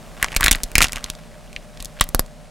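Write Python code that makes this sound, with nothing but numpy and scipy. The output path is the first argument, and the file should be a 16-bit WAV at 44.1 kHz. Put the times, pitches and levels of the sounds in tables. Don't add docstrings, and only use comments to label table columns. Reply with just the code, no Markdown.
import sys
import numpy as np
from scipy import signal
from scipy.fft import rfft, irfft
from scipy.io import wavfile

SR = 44100
rng = np.random.default_rng(int(sys.argv[2]) if len(sys.argv) > 2 else 0)


def unload_wav(signal):
    wavfile.write(
        sys.argv[1],
        SR,
        np.round(np.clip(np.atleast_2d(signal).T, -1, 1) * 32767).astype(np.int16),
    )


N = 110250
TIMES, FREQS = np.arange(N) / SR, np.arange(N // 2 + 1) * SR / N
SIDE = np.array([[1], [-1]])

# f/Hz, relative level/dB
AIR_COLOUR = [(15, -6), (25, -5), (49, -6), (70, -22), (153, -5), (185, -9.5), (229, -7.5), (335, -25.5),
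              (591, -9.5), (1040, -24), (1890, -25.5), (9840, -33.5), (16000, -54.5)]
# f/Hz, side over mid
BACKGROUND_WIDTH = [(40, 0.82), (100, 0.43), (160, 0.68), (300, 0.4), (600, 0.16), (2000, 0.2),
                    (12000, 0.24)]
# f/Hz, relative level/dB
IDLE_TONES = [(40.5, -44), (102.3, -56), (161.5, -49), (220.7, -54.5), (602.9, -52), (705.2, -64)]
# t/s, level/dB
HISS_LEVEL = [(0, -46), (.2, -46), (.7, -46.5), (1.1, -50), (1.3, -52), (1.7, -51.5), (2.0, -50.5),
              (2.5, -58.5)]
# f/Hz, relative level/dB
HISS_SPECTRUM = [(700, 11.5), (1800, 0.5), (3500, -3.5), (8000, -4.5), (16000, -13.5)]
# t/s, level/dB
GRIT_LEVEL = [(0, -53.5), (.16, -54), (.23, -33), (.30, -45), (.35, -35.5), (.43, -33), (.49, -35.5),
              (.56, -34.5), (.61, -45), (.70, -56), (.77, -45.5), (0.833, -23), (.87, -34.5), (.91, -44.5),
              (.97, -36), (1.01, -43), (1.07, -40.5), (1.18, -53.5), (1.72, -58), (1.84, -47.5),
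              (1.91, -62), (2.02, -45.5), (2.12, -56.5), (2.5, -62)]
# f/Hz, relative level/dB
GRIT_COLOUR = [(700, -0.5), (1200, 4.5), (2200, 5), (3200, 1), (6000, -5.5), (10000, -4), (15000, -22)]
# t/s, f/Hz, level/dB, decay/s
WALL_RIPS = [(.757, 5000, -26, .007), (.826, 8500, -20, .009), (.483, 950, -27, .007),
             (.838, 5600, -20.5, .01), (2.013, 3300, -19, .0105)]
# t/s, ring f/Hz, ring level/dB, snap f/Hz, snap level/dB,
# knock level/dB, thump level/dB and, where a second wall mode sounds, its f/Hz, level/dB
SHELL_CRACKS = [(0.2271, 1900, -11.5, 8900, -14.5, -34, -17), (0.2333, 1690, -23, 6130, -35, -28, -46),
                (0.2439, 2040, -19, 5870, -19.5, -26, -49, 1000, -23),
                (0.284, 2340, -31, 5070, -41, -34.5, -35), (0.3187, 2600, -32, 8000, -40, -49, -27),
                (0.3269, 2060, -33, 5110, -41, -40, -32), (0.342, 2130, -30, 5300, -50, -36, -50),
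                (0.3624, 2380, -24, 5270, -18, -48, -15),
                (0.3646, 2300, -16.5, 9100, -15, -19.5, -16, 4300, -21),
                (0.369, 2520, -27, 8130, -21, -29, -19.5), (0.4, 1230, -28, 6090, -45, -33, -53),
                (0.4085, 1950, -20, 9700, -18.5, -26.5, -15, 1100, -20),
                (0.4225, 1850, -22, 5260, -35, -29, -28), (0.43, 1680, -14, 5920, -27, -29, -22, 3600, -25),
                (0.4367, 1800, -21.5, 6760, -37, -48, -23), (0.4408, 3500, -16, 7360, -13, -32, -14),
                (0.4427, 2100, -19, 10200, -16, -33, -14), (0.4457, 2200, -21, 8170, -20, -25, -23),
                (0.4582, 2130, -29, 9070, -25, -27, -18.5),
                (0.4614, 1980, -9, 6000, -11, -35, -14.5, 4100, -12),
                (0.469, 1550, -16, 8620, -26, -25, -36, 3500, -26),
                (0.4813, 2150, -10, 6850, -14, -16, -12, 3700, -11),
                (0.5117, 2130, -14.5, 7500, -8, -28, -12.5, 5900, -13),
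                (0.5154, 3700, -13.5, 7800, -4, -22, -9.5, 1500, -22),
                (0.527, 3150, -22, 6500, -20, -42, -48), (0.5288, 2820, -29, 7610, -17.5, -46, -26),
                (0.5335, 3000, -25.5, 5240, -28, -28, -47),
                (0.5483, 2050, -21, 5610, -35, -51, -39, 3700, -27),
                (0.556, 2340, -52, 8850, -27.5, -38, -21), (0.6338, 3270, -42, 7450, -17.5, -58, -20.5),
                (0.638, 3450, -34, 7600, -23.5, -59, -20.5), (0.7164, 2420, -44, 8800, -37, -45, -28),
                (0.7542, 2230, -4, 6640, -7.5, -18.5, -9, 5250, -15),
                (0.7812, 2400, -9, 8000, -4, -10, -6.5, 5200, -14),
                (0.788, 2300, -19.5, 5000, -24, -39, -44),
                (0.8058, 2250, -14, 6730, -23, -19, -23, 1350, -15),
                (0.8133, 1330, -16.5, 6700, -27, -24, -17),
                (0.8178, 2400, -13.5, 6650, -10, -18, -14.5, 3700, -17),
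                (0.8246, 2350, -11, 7000, -13.5, -19, -14, 6200, -14),
                (0.8287, 3000, -24, 8000, -23, -36, -34), (0.8315, 3600, -21, 7200, -14.5, -44, -17),
                (0.842, 3260, -25, 7500, -23, -36, -31),
                (0.8437, 2900, -21, 7000, -19, -30, -13.5, 5900, -18),
                (0.848, 2650, -20.5, 5190, -23, -33, -38), (0.8685, 3100, -35, 4980, -31, -52, -27),
                (0.8836, 3120, -33, 5850, -31, -56, -28), (0.921, 4500, -34, 6500, -26, -39, -37),
                (0.931, 2430, -28, 8000, -25, -51, -24.5), (0.959, 2720, -26.5, 6440, -28, -42, -23),
                (0.9675, 2240, -32, 4820, -32, -34, -30), (1.042, 4200, -27, 5760, -23, -33, -23),
                (1.1003, 3000, -29, 7000, -23, -33.5, -22), (1.1511, 4000, -43.5, 5640, -42, -44, -57),
                (1.5295, 2390, -43, 6440, -43.5, -47, -50), (1.5627, 2500, -25, 4270, -40, -50, -28.5),
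                (1.773, 3300, -46, 5500, -45, -60, -50), (1.8026, 3600, -37, 5500, -38, -53, -27),
                (1.8062, 3300, -39, 7000, -39, -55, -40), (1.825, 3700, -38.5, 7900, -31.5, -64, -30.5),
                (1.847, 6000, -35, 7800, -30, -59, -42), (1.8557, 3180, -41, 6360, -29, -54, -30.5),
                (1.9977, 3500, -30.5, 4780, -50, -42, -33),
                (2.0097, 1130, -11, 10000, -9, -17, -8.5, 8550, -15),
                (2.0113, 3350, -14, 5200, -26, -30, -52, 2050, -16),
                (2.0398, 3000, -45, 11000, -28, -58, -50), (2.0893, 1810, -51, 10360, -28.5, -39, -24.5),
                (2.147, 4900, -22, 11000, -15, -10, -7, 11200, -15),
                (2.194, 11200, -13, 10800, -19, -12.5, -10, 4900, -19),
                (2.2617, 4300, -52, 7000, -46, -51, -48)]

RING_TRIM_DB, SNAP_TRIM_DB, KNOCK_TRIM_DB, THUMP_TRIM_DB = 1, -0.5, -3.5, -2.5
TEAR_S, TEAR_DECAY_S = 0.0014, 0.00053
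RING_Q, MODE_Q, RIP_Q, SKIRT_Q = 3.2, 5.5, 1.3, 0.9
KNOCK_HZ, KNOCK_Q, KNOCK_GRIT = 650, 0.68, 0.2
THUMP_HZ, THUMP_WIDTH_HZ, THUMP_DELAY_S = 27.2, 16, 0.00094
CAVITY_HZ, CAVITY_WIDTH_HZ, CAVITY_DB = 243, 10.7, 1
TICKS_PER_S, TICK_SPREAD_DB, TICK_Q = 1100, 6, 6.7
AIR_DB, IDLE_TRIM_DB, IDLE_WAVER_HZ = -45.3, -1.5, 2.19


def from_db(db):
    return 10 ** (np.asarray(db) / 20)


def unit_rms(x):
    return x / np.sqrt(np.mean(x ** 2) + 1e-20)


def at_hz(table, hz):
    freqs, values = np.transpose(table)
    return np.interp(np.log(hz + 1e-9), np.log(freqs), values)


def fader(table):
    return from_db(np.interp(TIMES, *np.transpose(table)))


def cut(x, hz, kind, order=2):
    return signal.sosfilt(signal.butter(order, hz, kind, fs=SR, output="sos"), x)


def resonate(x, hz, width_hz):
    r = np.exp(-np.pi * width_hz / SR)
    feedback = [1, -(1 + r * r) * np.cos(2 * np.pi * hz / SR), r * r]
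    return signal.lfilter(np.array([1, 0, -1]) * (1 - r * r) / 2, feedback, x + 1e-18)


def add(track, start_s, sound):
    i = int(start_s * SR)
    track[i:i + len(sound)] += sound[:N - i]


def noise_bed(colour):
    mid, side = rfft(rng.standard_normal((2, N))) * from_db(at_hz(colour, FREQS))
    return unit_rms(irfft(mid + side * at_hz(BACKGROUND_WIDTH, FREQS) * SIDE, N))


def engine():
    out = from_db(AIR_DB) * noise_bed(AIR_COLOUR)
    for hz, db in IDLE_TONES:
        waver = IDLE_WAVER_HZ * unit_rms(cut(rng.standard_normal(N), 11.5, "low"))
        phase = 2 * np.pi * np.cumsum(hz + waver) / SR
        spread = np.arctan(at_hz(BACKGROUND_WIDTH, hz)) * SIDE
        out += from_db(db + IDLE_TRIM_DB) * np.sqrt(2) * np.sin(phase + spread)
    return out


def tread_hiss():
    return noise_bed(HISS_SPECTRUM) * fader(HISS_LEVEL)


def scatter(x, db, t60_s, cut_hz, width):
    t = np.arange(SR // 2) / SR
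    decay = from_db(-60 * t / t60_s) * (t > 0.002)
    mid, side = cut(rng.standard_normal((2, len(t))), cut_hz, "low", order=1) * decay
    response = mid + width * side * SIDE
    response /= np.sqrt(np.sum(response ** 2) / 2)
    return from_db(db) * signal.fftconvolve(x[None], response, axes=1)[:, :N]


def reflections(toys, thump):
    yard = scatter(toys, db=-36.5, t60_s=0.34, cut_hz=1700, width=0.2)
    under_car = scatter(toys, db=-17, t60_s=0.052, cut_hz=5600, width=0.32)
    boom = scatter(cut(thump, 131, "high"), db=-24, t60_s=0.11, cut_hz=430, width=1.03)
    return yard + under_car + boom


def grit():
    strength = from_db(TICK_SPREAD_DB * np.minimum(rng.exponential(1, N), 4))
    ticks = strength * (rng.random(N) < TICKS_PER_S / SR)
    crackle = np.zeros(N)
    for hz in np.geomspace(700, 15000, 16):
        ringing = resonate(ticks * rng.standard_normal(N), hz, hz / TICK_Q)
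        crackle += from_db(at_hz(GRIT_COLOUR, hz)) * unit_rms(ringing)
    return unit_rms(crackle) * fader(GRIT_LEVEL)


def thumps():
    jolts = np.zeros(N)
    for start_s, _, _, _, _, _, thump_db, *_ in SHELL_CRACKS:
        add(jolts, start_s + THUMP_DELAY_S, from_db([thump_db + THUMP_TRIM_DB]))
    r = np.exp(-np.pi * THUMP_WIDTH_HZ / SR)
    swing = signal.lfilter([1, -1], [1, -2 * r * np.cos(2 * np.pi * THUMP_HZ / SR), r * r], jolts)
    swing = cut(swing, 4.5, "high", order=1)
    swing = cut(swing, 600, "low", order=1)
    return swing + from_db(CAVITY_DB) * resonate(swing, CAVITY_HZ, CAVITY_WIDTH_HZ)


def wall(x, hz, q):
    return resonate(resonate(x, hz, hz / q), hz, hz / SKIRT_Q)


def rips(attack_s=0.001):
    out, t = np.zeros(N), np.arange(SR // 10) / SR
    for start_s, hz, db, decay_s in WALL_RIPS:
        rasp = unit_rms(wall(rng.standard_normal(len(t)), hz, RIP_Q))
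        envelope = np.minimum(t / attack_s, 1) * np.exp(-t / decay_s)
        add(out, start_s, from_db(db) * rasp * envelope)
    return out


def tear():
    t = np.arange(SR // 40) / SR
    envelope = np.exp(-np.maximum(t - TEAR_S, 0) / TEAR_DECAY_S)
    spectrum = rfft(rng.standard_normal(len(t)) * envelope)
    flat_burst = irfft(spectrum / (np.abs(spectrum) + 1e-12), len(t))
    return flat_burst * np.sqrt(envelope)


def snap(hz):
    band = resonate(tear(), hz, width_hz=hz)
    return cut(cut(band, 2600, "high"), 1.84 * hz, "low")


def knock():
    rough = tear()
    push = KNOCK_GRIT * rough / np.sqrt(np.sum(rough ** 2))
    push[0] -= 1
    return cut(resonate(push, KNOCK_HZ, KNOCK_HZ / KNOCK_Q), 1650, "low")


def cracks():
    out = np.zeros(N)
    for start_s, ring_hz, ring_db, snap_hz, snap_db, knock_db, _, *second_mode in SHELL_CRACKS:
        parts = [(wall(tear(), ring_hz, RING_Q), ring_db + RING_TRIM_DB),
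                 (snap(snap_hz), snap_db + SNAP_TRIM_DB),
                 (knock(), knock_db + KNOCK_TRIM_DB)]
        if second_mode:
            mode_hz, mode_db = second_mode
            parts.append((wall(tear(), mode_hz, MODE_Q), mode_db))
        for part, db in parts:
            rms = np.sqrt(np.sum(part ** 2) / (0.004 * SR))
            add(out, start_s, from_db(db) * part / rms)
    return out


def microphones(toys, lag_s=3.5e-6):
    left = irfft(rfft(toys) * np.exp(-2j * np.pi * FREQS * lag_s), N)
    return np.array([left, toys]) * from_db(-0.12 * SIDE)


def scene():
    toys = cracks() + rips() + grit()
    thump = thumps()
    return engine() + tread_hiss() + reflections(toys, thump) + thump + microphones(toys)


def record(dry):
    clipped = np.clip(dry, -0.81, 0.81)
    return signal.sosfilt(signal.cheby2(16, 70, 16900, fs=SR, output="sos"), clipped)


dry = scene()
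out = record(dry)
unload_wav(out)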